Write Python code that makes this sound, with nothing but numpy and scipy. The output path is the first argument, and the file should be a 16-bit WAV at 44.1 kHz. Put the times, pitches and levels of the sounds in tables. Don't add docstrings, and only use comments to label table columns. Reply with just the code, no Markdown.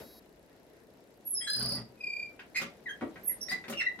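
import sys
import numpy as np
from scipy import signal
from scipy.fft import rfft, irfft
from scipy.io import wavfile

SR = 44100
rng = np.random.default_rng(int(sys.argv[2]) if len(sys.argv) > 2 else 0)


def wrap_up_sound(samples):
    columns = np.atleast_2d(samples).T
    tamed = np.clip(columns, -1, 1)
    steps = np.round(tamed * 32767).astype(np.int16)
    wavfile.write(sys.argv[1], SR, steps)


N = 176400
T = np.arange(N) / SR


def from_db(db):
    return 10 ** (np.asarray(db) / 20)


def unit_rms(x):
    return x / np.sqrt(np.mean(x ** 2) + 1e-20)


def in_time(rows):
    times, *columns = np.transpose(rows)
    return [np.interp(T, times, column) for column in columns]


def at_hz(points, hz):
    freqs, values = np.transpose(points)
    return np.interp(np.log(hz), np.log(freqs), values)


def gate(start, end, attack_s=0.0074, release_s=0.0063):
    return np.clip((T - start) / attack_s, 0, 1) * np.clip((end - T) / release_s, 0, 1)


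def drift(hz, size):
    pole = np.exp(-2 * np.pi * hz / SR)
    white = rng.standard_normal(size + SR // 10)
    return unit_rms(signal.lfilter([1], [1, -2 * pole, pole * pole], white)[-size:])


def clicks(turns):
    return np.diff(np.floor(turns), prepend=np.floor(turns[0]))


def ring(drive, modes):
    out = 0
    for hz, db, t60 in modes:
        radius, angle = from_db(-60 / (t60 * SR)), 2 * np.pi * hz / SR
        feedback = [1, -2 * radius * np.cos(angle), radius ** 2]
        out = out + from_db(db) * signal.lfilter([.5, 0, -.5], feedback, drive + 1e-18)
    return out


def panned(x, pan_db):
    return x * from_db([[pan_db / 2], [-pan_db / 2]])


# (frequency [Hz], left-right correlation [0-1])
STEREO_LIKENESS = [(100, 0.89), (300, 0.73), (700, 0.66), (1500, 0)]


def noise_bands(size):
    edges = 22 * 2 ** (np.arange(20) / 2)
    white = rng.standard_normal((2, 2, size))
    for k, (low, high) in enumerate(zip(edges, edges[1:])):
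        bandpass = signal.butter(2, [low, high], "band", fs=SR, output="sos")
        mid, side = signal.sosfilt(bandpass, white[k % 2])
        hz = np.sqrt(low * high)
        alike = at_hz(STEREO_LIKENESS, hz)
        yield hz, np.sqrt(1 + alike) * mid + np.sqrt(1 - alike) * side * [[1], [-1]]


# (frequency [Hz], relative density [dB])
ROOM_TONE_SPECTRUM = [(25, -30), (59, -7.5), (89, -13.5), (200, -7), (500, -6), (1240, -24.5),
                      (1920, -18.5), (2370, -25.5), (15000, -38.5)]
# (time [s], level [dB])
ROOM_TONE_LEVEL = [(0, -42.5), (.08, -56), (.3, -59), (1.1, -59), (2.7, -56.5), (3.3, -53.5), (4, -55.5)]


def room_tone(flicker_db=1.8, flicker_hz=35):
    level_db, = in_time(ROOM_TONE_LEVEL)
    noise = sum(band * from_db(at_hz(ROOM_TONE_SPECTRUM, hz) + flicker_db * drift(flicker_hz, N))
                for hz, band in noise_bands(N))
    return from_db(level_db) * unit_rms(noise)


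# (frequency [Hz], relative level [dB], t60 [s])
LENS_MODES = [(4030, -13, 0.0099), (4470, -2, 0.0015), (11560, -2.5, 0.0034), (14000, -13, .002)]


def focus_motor(steps_per_s=551, buzz_db=-48, buzz_end_s=0.195, ticks_per_s=29.45, tick_db=-54.5):
    step_rate = steps_per_s * (1 + 0.0098 * drift(140, N))
    steps = clicks(np.cumsum(step_rate) / SR)
    buzz = steps * from_db(buzz_db + rng.standard_normal(N))
    ticks = from_db(tick_db) * clicks((T - 0.0215) * ticks_per_s)
    lens = ring(np.where(T < buzz_end_s, buzz, ticks), LENS_MODES)
    return signal.sosfilt(signal.butter(8, 3700, "high", fs=SR, output="sos"), lens)


# (time [s], length [s], level [dB])
DOOR_RUBS = [(.49, .08, -76), (.68, .12, -73)]


def door_rubs(hz=1900, t60_s=0.008):
    hiss = unit_rms(ring(rng.standard_normal(N), [(hz, 0, t60_s)]))
    return hiss * sum(from_db(db) * gate(start, start + length) for start, length, db in DOOR_RUBS)


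SLIPS_PER_S, STUTTER_HZ = 31.7, 90


def friction_tone(hz, overtones_db, rough, waver_share=0.04, shimmer_db=3, waver_hz=323):
    hz = hz * (1 + rough * waver_share * drift(waver_hz, len(hz)))
    phase = 2 * np.pi * np.cumsum(hz) / SR
    tone = np.sin(phase)
    for k in range(2, int(SR / 2 / hz.mean()) + 1):
        tone += from_db(overtones_db * (k - 1) ** (3 / 4)) * np.sin(k * phase)
    shimmer = from_db(rough * shimmer_db * drift(waver_hz, len(hz)))
    return unit_rms(tone * shimmer)


# (time [s], pitch [Hz], level [dB])
HIGH_GLIDE = [(1.25, 11460, -38), (1.274, 11350, -37.5), (1.312, 11100, -31.5), (1.348, 10670, -29),
              (1.41, 9970, -42.5), (1.45, 9860, -60)]
LOW_GLIDE = [(1.96, 2430, -80), (1.992, 2530, -63), (2.012, 2476, -44.5), (2.045, 2428, -36.5),
             (2.1, 2379, -35), (2.235, 2376, -37.5), (2.28, 2350, -49.5), (2.32, 2280, -65)]


def hinge_whistle(glide, overtones_db, rough, flutter_share, flutter_db, crest_s):
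    hz, db = in_time(glide)
    flutter = np.cos(2 * np.pi * SLIPS_PER_S * (T - crest_s))
    tone = friction_tone(hz * (1 + flutter_share * flutter), overtones_db, rough)
    return tone * from_db(db + flutter_db * (flutter - .5)) * gate(glide[0][0], glide[-1][0])


# (time [s], length [s], first pitch [Hz], last pitch [Hz], level [dB],
# overtones [dB], roughness [0 clear, about 1 rough], pan [dB])
HINGE_SQUEAKS = [ (1.345, 0.069, 5390, 5020, -40, -47, 0.02, -1.5),
                 (1.402, 0.049, 1860, 2090, -49, -34, 1.1, 2),
                 (1.407, 0.091, 3234, 3420, -46, -21, 0.27, 6),
                 (1.416, 0.03, 8400, 8370, -38.5, -40, 0, -0.5),
                 (1.468, 0.017, 1705, 1640, -29.5, -7, 0.4, -3),
                 (1.469, 0.043, 4007, 4160, -35, -23, 0.2, 0),
                 (1.51, 0.0566, 4115, 4153, -35, -19, 0.25, -1.5),
                 (1.532, 0.09, 1730, 1544, -49.5, -7, 1.23, 3),
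                 (1.751, 0.037, 1995, 1909, -49.5, -41, 0.7, -1),
                 (2.546, .036, 2088, 2040, -31.5, -11.5, 0.94, 1),
                 (2.551, 0.039, 2401, 2452, -36.5, -7.5, 0.9, -8),
                 (2.857, 0.045, 2065, 1535, -37, -27, 0.26, 1),
                 (2.886, 0.034, 3150, 3232, -47, -13.5, 0.22, -5),
                 (3.231, 0.073, 12800, 13100, -47.5, -44, 0.25, -12),
                 (3.257, 0.058, 11150, 11390, -31.5, -25, 0.11, -4),
                 (3.279, 0.018, 11300, 11280, -28.5, -40, .03, -12),
                 (3.280, 0.072, 9320, 9450, -45.5, -22, 0.37, -2),
                 (3.287, 0.037, 2056, 1926, -48, -34, 0.52, 1.5),
                 (3.407, 0.032, 5590, 5540, -38.5, -11, 0.45, -6),
                 (3.488, 0.027, 4700, 4920, -38.5, -13, 0.42, 1),
                 (3.479, 0.036, 1936, 1877, -40.5, -8, 1.1, 4),
                 (3.514, 0.03, 1937, 2036, -29.5, -18.5, 0.35, -1.5),
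                 (3.729, 0.016, 2820, 2790, -42.5, -26, 0.86, 1.5),
                 (3.769, 0.046, 2794, 2664, -34, -14.5, 0.49, -2.5),
                 (3.798, 0.027, 2140, 1850, -30.5, -15, 1.04, 1),
                 (3.86, 0.018, 2044, 1898, -23, -22.5, 0.02, 1.5)]


def hinge_squeaks(stutter_db=5):
    out = np.zeros((2, N))
    for start, length, first_hz, last_hz, db, overtones_db, rough, pan_db in HINGE_SQUEAKS:
        span = slice(int(start * SR), int(start * SR) + SR // 8)
        hz = np.interp(T[span], [start, start + length], [first_hz, last_hz])
        catching = np.tanh(2 * drift(STUTTER_HZ, len(hz)))
        stutter = unit_rms(from_db(stutter_db * np.sqrt(rough) * catching))
        envelope = from_db(db) * gate(start, start + length)[span]
        out[:, span] += panned(friction_tone(hz, overtones_db, rough) * stutter * envelope, pan_db)
    return out


# (frequency [Hz], relative level [dB], t60 [s])
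PANEL_MODES = [(64.4, -11, 0.3), (127.9, 1, 0.45), (219.3, -7, 0.11), (239, -8.5, 0.12),
               (321, -12.5, 0.059), (540, -8.5, 0.051), (405, -14, 0.069), (696, -9, 0.011),
               (1167, -17, 0.071)]


def panel_hum(slips, slip_speed, grind_db=14, swing_db=2.5, kick_spread_db=0.5, shudder_db=2.5):
    grinding = unit_rms(rng.standard_normal(N) * from_db(swing_db * slip_speed))
    kicks = unit_rms(clicks(slips) * from_db(kick_spread_db * rng.standard_normal(N)))
    hum = ring(kicks, PANEL_MODES[:2]) + from_db(grind_db) * ring(grinding, PANEL_MODES[2:])
    shudder = from_db(shudder_db * np.tanh(drift(STUTTER_HZ, N)))
    return unit_rms(hum * shudder)


# (time [s], squeal level [dB], roughness [0-1], panel level [dB])
HINGE_JUDDER = [(1.491, -35, 0.21, -84), (1.571, -36.5, .15, -49), (1.61, -35, 1, -42.5),
                (1.665, -37, 0.87, -38.5), (1.721, -36.5, 0.89, -42), (1.765, -39, .8, -43.5),
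                (1.795, -69, .8, -40.5), (1.83, -74, .8, -50.5)]


def hinge_judder(clear_hz=4985, sag_hz=199, bend_share=0.036, overtones_db=-22.5, first_slip_s=1.503):
    squeal_db, rough, panel_db = in_time(HINGE_JUDDER)
    moving = gate(HINGE_JUDDER[0][0], HINGE_JUDDER[-1][0])
    level = from_db(squeal_db) * moving
    slips = (T - first_slip_s) * SLIPS_PER_S
    slip_speed = np.cos(2 * np.pi * slips)
    hz = clear_hz - sag_hz * rough
    squeal = friction_tone(hz * (1 + bend_share * rough * slip_speed), overtones_db, rough)
    squeal = unit_rms(squeal * from_db(slip_speed))
    sizzle = from_db(-19.5) * friction_tone(3 * hz, overtones_db, rough.max())
    octave = friction_tone(np.full(N, 2 * hz.mean()), overtones_db, rough=0.178)
    from_slip_s = (slips - np.round(slips)) / SLIPS_PER_S
    chirps = from_db(4) * octave * np.exp(-(from_slip_s / 0.0032) ** 2)
    panel = panel_hum(slips, slip_speed) * from_db(panel_db) * moving
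    return (squeal + sizzle) * level, chirps * level, panel


# (time [s], thud [dB], wood [dB], rattle [dB], latch [dB])
DOOR_KNOCKS = [(2.392, -73, -63, -38.5, -74.5), (2.597, -58, -51, -39, -54), (2.614, -39, -42, -32, -45.5),
               (3.010, -48, -42.5, -39.5, -79), (3.019, -46.5, -32, -47.5, -89),
               (3.157, -52.5, -54.5, -43, -84), (3.513, -46, -40, -41.5, -42),
               (3.639, -66, -57, -41.5, -73.5), (3.680, -64, -43.5, -40.5, -52),
               (3.697, -34, -45.5, -49.5, -39), (3.723, -57, -46.5, -38, -56),
               (3.989, -68, -44.5, -41, -64)]


def door_knocks(attack_s=0.0022, t60_s=0.061, thud_coupling_db=-17):
    wood_hz, rattle_hz, latch_hz = 635, 2060, 11000
    bursts, thuds = np.zeros((2, N + SR))
    t = T[:SR // 4]
    envelope = np.minimum(t / attack_s, 1) * from_db(-60 * t / t60_s)
    hz = np.maximum(np.fft.rfftfreq(len(t), 1 / SR), 1)
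    pink = np.sqrt(SR / hz)
    for start, thud_db, *levels_db in DOOR_KNOCKS:
        span = slice(int(start * SR), int(start * SR) + len(t))
        noise = rng.standard_normal(len(t))
        colour = pink * from_db(np.interp(np.log(hz), np.log([wood_hz, rattle_hz, latch_hz]), levels_db))
        bursts[span] += envelope * irfft(rfft(noise) * colour, len(t))
        thuds[span] += envelope * noise * from_db(thud_db + thud_coupling_db)
    rattle = signal.sosfilt(signal.butter(4, 152, "high", fs=SR, output="sos"), bursts[:N])
    return rattle + ring(thuds[:N], PANEL_MODES[2:])


# (frequency [Hz], t60 [s])
BEDROOM_DECAY = [(120, 0.33), (2000, 0.23), (5000, 0.23), (12000, 0.13)]
# (left delay [s], right delay [s], level against the tail [dB])
WALL_ECHOES = [(.0075, 0.008, -9), (0.0175, 0.015, -10.5)]


def bedroom(x, wet_db, tail_delay_s=0.0017, right_lag_s=0.00007):
    t = T[:SR // 2]
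    tail = sum(band * from_db(-60 * t / at_hz(BEDROOM_DECAY, hz)) for hz, band in noise_bands(len(t)))
    response = unit_rms(tail * (t > tail_delay_s)) / np.sqrt(len(t))
    for left_s, right_s, db in WALL_ECHOES:
        response[[0, 1], [int(left_s * SR), int(right_s * SR)]] += from_db(db)
    response *= from_db(wet_db)
    response[[0, 1], [0, int(right_lag_s * SR)]] += 1
    return signal.fftconvolve(np.atleast_2d(x), response, axes=1)[:, :N] / np.hypot(1, from_db(wet_db))


def scene():
    squeal, chirps, panel = hinge_judder()
    high_whistle = hinge_whistle(HIGH_GLIDE, overtones_db=-43, rough=0.058,
                                 flutter_share=0.0043, flutter_db=5.5, crest_s=1.277)
    low_whistle = hinge_whistle(LOW_GLIDE, overtones_db=-16, rough=0.018,
                                flutter_share=0.0038, flutter_db=11.5, crest_s=2.106)
    door = (bedroom(hinge_squeaks() + door_rubs(), wet_db=0)
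            + bedroom(panned(high_whistle, pan_db=-2), wet_db=-2.5)
            + bedroom(panned(low_whistle, pan_db=1.5), wet_db=-8)
            + bedroom(squeal, wet_db=-0.5)
            + bedroom(panned(chirps, pan_db=-8) + panel, wet_db=-7.5)
            + bedroom(panned(door_knocks(), pan_db=1.5), wet_db=1.5))
    return door + panned(room_tone(), pan_db=2.5) + focus_motor()


def record(dry):
    roll_off_hz, cutoff_hz = 15400, 15800
    soft = signal.sosfilt(signal.butter(4, roll_off_hz, fs=SR, output="sos"), dry)
    return signal.sosfilt(signal.ellip(10, .2, 70, cutoff_hz, fs=SR, output="sos"), soft)


dry = scene()
out = record(dry)
wrap_up_sound(out)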